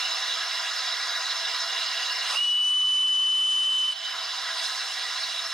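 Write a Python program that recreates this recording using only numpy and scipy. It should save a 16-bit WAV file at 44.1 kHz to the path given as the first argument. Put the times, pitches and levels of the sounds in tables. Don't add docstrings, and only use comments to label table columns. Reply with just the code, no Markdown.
import sys
import numpy as np
from scipy import signal
from scipy.fft import rfft, irfft
from scipy.io import wavfile
from scipy.ndimage import uniform_filter1d

SR = 44100
rng = np.random.default_rng(int(sys.argv[2]) if len(sys.argv) > 2 else 0)


def unload_wav(signal):
    wavfile.write(
        sys.argv[1],
        SR,
        np.round(np.clip(np.atleast_2d(signal).T, -1, 1) * 32767).astype(np.int16),
    )


N = 243873
TIME = np.arange(N) / SR
FRAME_S, BIN_HZ = np.arange(N // 128 + 5) * 128 / SR, np.fft.rfftfreq(512, 1 / SR)
OPEN_S, EASE_S, SHUT_S = 2.212, 2.89, 3.925
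SPEAK_S, ATTACK_S = 2.354, 0.03
# (frequency [Hz], likeness [0-1], left minus right [dB], left lead [rad])
WHISTLE_PORTS = [(500, 0.99, -0.1, 0.01), (2400, 0.998, 0.0, 0.0), (3400, 0.889, -0.1, 0.02),
                 (4300, 0.829, -1.7, 0.53), (5400, 0.831, -1.0, 0.74), (6400, 0.67, 7.9, -0.37),
                 (7400, 0.591, 0.7, -0.8), (8700, 0.869, -2.0, -0.05), (10300, 0.768, -3.5, 0.0),
                 (11400, 0.242, -3.3, 0.08), (12300, 0.447, -0.0, -0.24), (14200, 0.653, -0.3, -2.9)]


def whistle(level_db=-7, hot_hz=3036, wobble_rad=0.65, rasp_rad=0.079):
    # (multiple, left [dB], right [dB], left lead [rad])
    harmonics = [(1, 1, 1.5, 0.26), (2, -20, -31, 4), (3, -32, -29, 0.4), (4, -55, -56, 0),
                 (5, -48, -48, 4.5)]
    # (time [s], level [dB])
    even_level = [(2.38, -8), (2.47, 4), (2.6, -20), (2.645, 1), (2.69, 4), (2.718, -14), (2.745, 1),
                  (2.81, 4), (2.843, -14), (2.875, 1.5), (2.99, 3), (3.07, -6.5), (3.14, 2.5), (3.27, -0.5),
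                  (3.42, -3), (3.52, 3), (3.7, -4), (3.79, 1), (3.93, -9)]
    # (time [s], level [dB])
    odd_level = [(2.38, -8), (2.47, -3), (2.6, -6), (2.685, 8.5), (2.75, 1), (3.0, 1), (3.22, -2),
                 (3.36, 4.5), (3.65, 3.5), (3.72, -2), (3.87, 0), (3.93, -10)]
    # (time [s], half length [s], gain [dB], bend [Hz])
    catches = [(2.361, 0.0042, 4, -67.5), (2.366, .002, -16, -0.5), (2.369, 0.0073, 4.5, 24),
               (2.4, .004, -6, -1.5), (2.442, 0.0064, -2.5, 38), (2.463, 0.01, -6.5, -2),
               (3.875, .006, -3, 2), (3.917, 0.0064, -13, -82)]
    blow = flow() ** 1.96 * rise(SPEAK_S, ATTACK_S)
    weak = (1 - blow / blow.max()) ** 2
    air_hz = 102.2 * np.exp(-since(SPEAK_S) / 0.0301)
    cold_hz = 150 * np.exp(-since(SPEAK_S) / .33)
    hz = hot_hz - air_hz - cold_hz - 9000 * since(SHUT_S)
    catch_db = 0
    for s, half, db, bend_hz in catches:
        catch = pulse(s, half)
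        catch_db += db * catch
        hz += bend_hz * catch
    phase = 2 * np.pi * np.cumsum(hz) / SR + wobble_rad * wander(rate_hz=15.4)
    phase += rasp_rad * (1 + weak) * wander(rate_hz=270)
    note = np.zeros((2, N))
    for k, left_db, right_db, lead in harmonics:
        partial = amp([[left_db], [right_db]]) * np.sqrt(2) * np.sin(k * phase - np.array([[0], [lead]]))
        if k > 1:
            partial *= amp(along(odd_level if k % 2 else even_level, TIME) + 2 * wander(rate_hz=39))
        note += partial
    tremble_db = 0.65 * wander(rate_hz=150)
    sputter_db = 2.2 * weak * wander(rate_hz=45)
    return note * blow * amp(level_db + catch_db + tremble_db + sputter_db)


def hillside(note, engine_db=-19, trees_db=-25):
    # (time [s], left minus right [dB])
    balance = [(2.38, -4), (2.46, 2.5), (2.6, 1), (2.75, 2), (2.95, 0.3), (3.22, 3), (3.55, 2), (3.9, 1)]
    # (delay [s], left [dB], right [dB])
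    hill_echoes = [(0.07, -31, -31), (0.21, -34, -35), (.31, -29, -29), (.45, -29, -29)]
    direct = note * amp(along(balance, TIME) * np.array([[.5], [-.5]]))
    engine = amp(engine_db) * scatter(note, delay_s=.004, t60_s=0.07)
    echoes = sum(amp([[left], [right]]) * np.roll(note, round(delay * SR), axis=1)
                 for delay, left, right in hill_echoes)
    trees = amp(trees_db) * amp([[-2.5], [1.5]]) * scatter(note, delay_s=0.11, t60_s=2.1)
    return direct + engine + echoes + trees


def flow(opening_s=0.18, closing_s=0.011, ease_db=6.5):
    eased = amp(-ease_db * (since(EASE_S) / (SHUT_S - EASE_S)) ** 2)
    return rise(OPEN_S, opening_s) * eased * np.exp(-(since(SHUT_S) / closing_s) ** 2)


def lip_rush(level_db=-23.5):
    # (frequency [Hz], level [dB])
    shape = [(25, -40), (150, -49), (300, -41.5), (550, -23.5), (900, -31.5), (1550, -21), (2400, -11),
             (3050, -0.5), (4500, -17), (7200, -21), (10200, -17), (11300, -31), (15500, -32.5)]
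    # (frequency [Hz], width [Hz], lift [dB])
    peaks = [(637, 270, 9.5), (1120, 510, 26), (1911, 250, 8.5), (2696, 70, 6.5), (3980, 490, 9),
             (4970, 650, 14.5), (6120, 900, 7.5), (7900, 200, 10), (8880, 820, 2.5), (12173, 998, 4)]
    rush = jet(shape, peaks, WHISTLE_PORTS, patchy_db=2.0, flutter_db=0.5, drift_db=1.5)
    return amp(level_db) * flow() ** 1.3 * rush


def valve_sizzle(level_db=-41, weep_db=-49.5, weep_s=4.55):
    # (frequency [Hz], level [dB])
    shape = [(100, -58.5), (3000, -21), (6000, -2), (8800, -7), (10200, -10), (11500, -17), (15500, -22.5)]
    # (frequency [Hz], width [Hz], lift [dB])
    peaks = [(8000, 260, 3), (8870, 600, 4.5)]
    # (time [s], half length [s], level [dB])
    slugs = [(2.69, 0.041, -32), (2.98, 0.16, -36.5), (3.49, 0.22, -36), (3.782, 0.062, -49),
             (4.395, .1, -55), (4.68, 0.097, -42.5)]
    spurts = [amp(db) * pulse(s, half) for s, half, db in slugs]
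    level = np.linalg.norm([amp(level_db) * flow(), amp(weep_db) * rise(weep_s, .06), *spurts], axis=0)
    return level * jet(shape, peaks, WHISTLE_PORTS, patchy_db=2.5, flutter_db=1.3, drift_db=1.0)


def cough(level_db=-36.5, rise_s=.008, fade_s=0.046):
    # (frequency [Hz], level [dB])
    shape = [(100, -47), (350, -26.5), (700, -5), (1200, -4.5), (1650, -5), (2400, -6), (3200, -25),
             (8000, -28), (15500, -48)]
    level = amp(level_db) * rise(OPEN_S, rise_s) * (1 - rise(SPEAK_S, fade_s))
    return level * jet(shape, [], WHISTLE_PORTS, patchy_db=1.5, flutter_db=7.0, drift_db=-1.0)


def undertone(pitch_hz=2850, width_hz=24, rest_db=-49, slack_db=-38, slack_s=1.53):
    seep = np.hypot(amp(rest_db), amp(slack_db) * rise(slack_s, .35))
    seep *= 1 - rise(SPEAK_S, ATTACK_S)
    phase = 2 * np.pi * pitch_hz * TIME
    return seep * (wander(width_hz) * np.cos(phase) + wander(width_hz) * np.sin(phase))


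def drain(ring_hz=2860, ring_width_hz=280):
    # (frequency [Hz], level [dB])
    shape = [(25, -46), (150, -42), (280, -30), (600, -19.5), (1200, -2), (2200, -5), (2500, -8),
             (4400, -1.48), (5500, -2), (7200, -18), (10400, -21.5), (11500, -28), (15500, -36)]
    # (frequency [Hz], width [Hz], gain [dB])
    peaks = [(224.4, 30, 11), (275, 24, -6.5), (449, 21, 6), (508, 105, 10), (666, 53.5, 17),
             (740.6, 65, 12.5), (777, 17, 10.5), (874, 22, 3.5), (1009, 127, 10), (1193, 33, 3.5),
             (1285, 31, 5.5), (1430, 87, 6.5), (1514, 17, 7), (1660, 137, 6.5), (1654, 20.5, 5.5),
             (1924, 130, 9), (2105, 60, 6), (2333, 67, 3.5), (2500, 100, 1), (2720, 57, 10.5),
             (2872, 172, 10), (3414, 213, 8), (3819, 200, 13), (4140, 190, 6), (4700, 110, -1.5),
             (4980, 130, 8.5), (5262, 126, 9.5), (6020, 140, -6.5), (6530, 740, 5.5), (7610, 170, 9.5),
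             (12800, 980, 6)]
    # (frequency [Hz], width [Hz], gain [dB])
    notches = [(700, 24, -4.5), (817, 24, -3.5), (902, 24, -7), (1105, 37, -5), (1500, 18, -6),
               (1780, 60, -2), (2296, 40, 1.5), (2510, 55, -5.5)]
    # (frequency [Hz], width [Hz], depth [dB])
    swaying = [(734, 220, 0.84), (3340, 350, 2), (4290, 560, 1.5), (4730, 130, 6)]
    # (time [s], gain [dB])
    ring_level = [(0, 10.5), (.15, 0), (.85, 0), (1.1, -11.5), (1.3, -3.5), (1.5, 5.5), (1.63, -13.5),
                  (1.75, 3), (2.1, 2), (4.4, 1.5), (5.53, 1)]
    # (frequency [Hz], likeness [0-1], left minus right [dB], left lead [rad])
    ports = [(300, 0.968, -1.0, 0.03), (1000, 0.974, -1.3, 0.17), (2400, 0.98, -0.1, -0.03),
             (2950, 0.786, -3.9, -0.3), (3500, 0.888, -4.5, 0.45), (5300, 0.909, -2.4, 0.51),
             (6000, 0.694, 3.8, 1.22), (6800, 0.718, 5.3, 0.39), (8200, 0.571, 3.6, -1.14),
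             (10400, 0.676, -5.3, -0.16), (11600, 0.206, -4.6, 1.7), (12800, 0.693, -0.6, 0.4),
             (14500, 0.137, -0.4, 3.0)]
    # (time [s], level [dB])
    level = [(0, -28.5), (2.15, -28.5), (3.9, -33), (4.5, -30), (5.53, -31)]
    sway_db = np.outer(along(ring_level, FRAME_S), bump(BIN_HZ, ring_hz, ring_width_hz))
    for hz, width, depth_db in swaying:
        breeze = np.interp(FRAME_S, TIME, wander(rate_hz=5))
        sway_db += depth_db * np.outer(breeze, bump(BIN_HZ, hz, width))
    hiss = jet(shape, peaks + notches, ports, patchy_db=2.0, flutter_db=0.12, drift_db=0.5,
               sway_db=sway_db)
    return amp(along(level, TIME)) * hiss


def jet(shape, peaks, ports, patchy_db, flutter_db, drift_db, sway_db=0):
    grid = (len(FRAME_S), len(BIN_HZ))
    swirl_db = patchy_db * eddies(grid, frames=12, bins=6)
    swirl_db += flutter_db * eddies(grid, frames=10, bins=80)
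    swirl_db += drift_db * eddies(grid, frames=48, bins=3)
    swirl_db *= at_hz([(500, 0.5), (3500, 1)], BIN_HZ)
    noise = rng.standard_normal((2, *grid)) + 1j * rng.standard_normal((2, *grid))
    noise *= amp(swirl_db + sway_db)
    common, apart = rfft(signal.istft(noise.swapaxes(1, 2), nperseg=512, noverlap=384)[1][:, :N])
    hz = np.fft.rfftfreq(N, 1 / SR)
    colour_db = at_hz(shape, hz) + sum(db * bump(hz, f, width) for f, width, db in peaks)
    port_hz, *columns = np.transpose(ports)
    alike, balance_db, lead = (at_hz(np.c_[port_hz, column], hz) for column in columns)
    right = (alike * common + np.sqrt(1 - alike ** 2) * apart) * np.exp(-1j * lead)
    pair = np.array([common * amp(balance_db / 2), right * amp(-balance_db / 2)])
    return unit(irfft(pair * amp(colour_db), N))


def scatter(x, delay_s, t60_s):
    t = np.arange(SR) / SR
    taps = rng.standard_normal((2, SR)) * (rng.random((2, SR)) < 1 / 20)
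    taps *= (t > delay_s) * amp(-60 * t / t60_s)
    return signal.fftconvolve(x, taps / np.linalg.norm(taps, axis=1, keepdims=True), axes=1)[:, :N]


def eddies(grid, frames, bins):
    smooth_in_time = uniform_filter1d(rng.standard_normal(grid), frames, axis=0)
    return unit(uniform_filter1d(smooth_in_time, bins, axis=1))


def wander(rate_hz):
    hz = np.fft.rfftfreq(N, 1 / SR)
    return unit(irfft(rfft(rng.standard_normal(N)) / (1 + (hz / rate_hz) ** 4), N))


def since(start_s):
    return np.maximum(TIME - start_s, 0)


def rise(start_s, lag_s):
    return 1 - np.exp(-since(start_s) / lag_s)


def pulse(peak_s, half_s):
    return np.exp(-((TIME - peak_s) / half_s) ** 2)


def bump(hz, centre_hz, width_hz):
    return .5 ** ((2 * (hz - centre_hz) / width_hz) ** 2)


def at_hz(points, hz):
    f, value = np.transpose(points)
    return np.interp(np.log(hz + 1), np.log(f + 1), value)


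def along(points, s):
    return np.interp(s, *np.transpose(points))


def amp(db):
    return 10 ** (np.asarray(db) / 20)


def unit(x):
    return x / np.sqrt(np.mean(x ** 2) + 1e-20)


def scene():
    return drain() + cough() + lip_rush() + valve_sizzle() + undertone() + hillside(whistle())


def record(dry, threshold_db=-25.5, ratio=7.8, recovery_db_per_s=48, rumble_db=-93, cutoff_hz=15780):
    power_db = 10 * np.log10(abs(uniform_filter1d((dry ** 2).mean(0), size=1100)) + 1e-12)
    fall = TIME * recovery_db_per_s
    held_db = np.maximum.accumulate(power_db + fall) - fall
    duck_db = uniform_filter1d(np.maximum(held_db - threshold_db, 0), size=900) * (1 - 1 / ratio)
    gusts = amp(rumble_db + 3.5 * wander(rate_hz=8))
    rumble = gusts * unit(wander(rate_hz=89) + np.array([wander(rate_hz=120), wander(rate_hz=130)]))
    low_pass = signal.firwin(801, cutoff_hz, window=("kaiser", 9), fs=SR)
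    return signal.oaconvolve(dry * amp(-duck_db) + rumble, low_pass[None], "same")


dry = scene()
out = record(dry)
unload_wav(out)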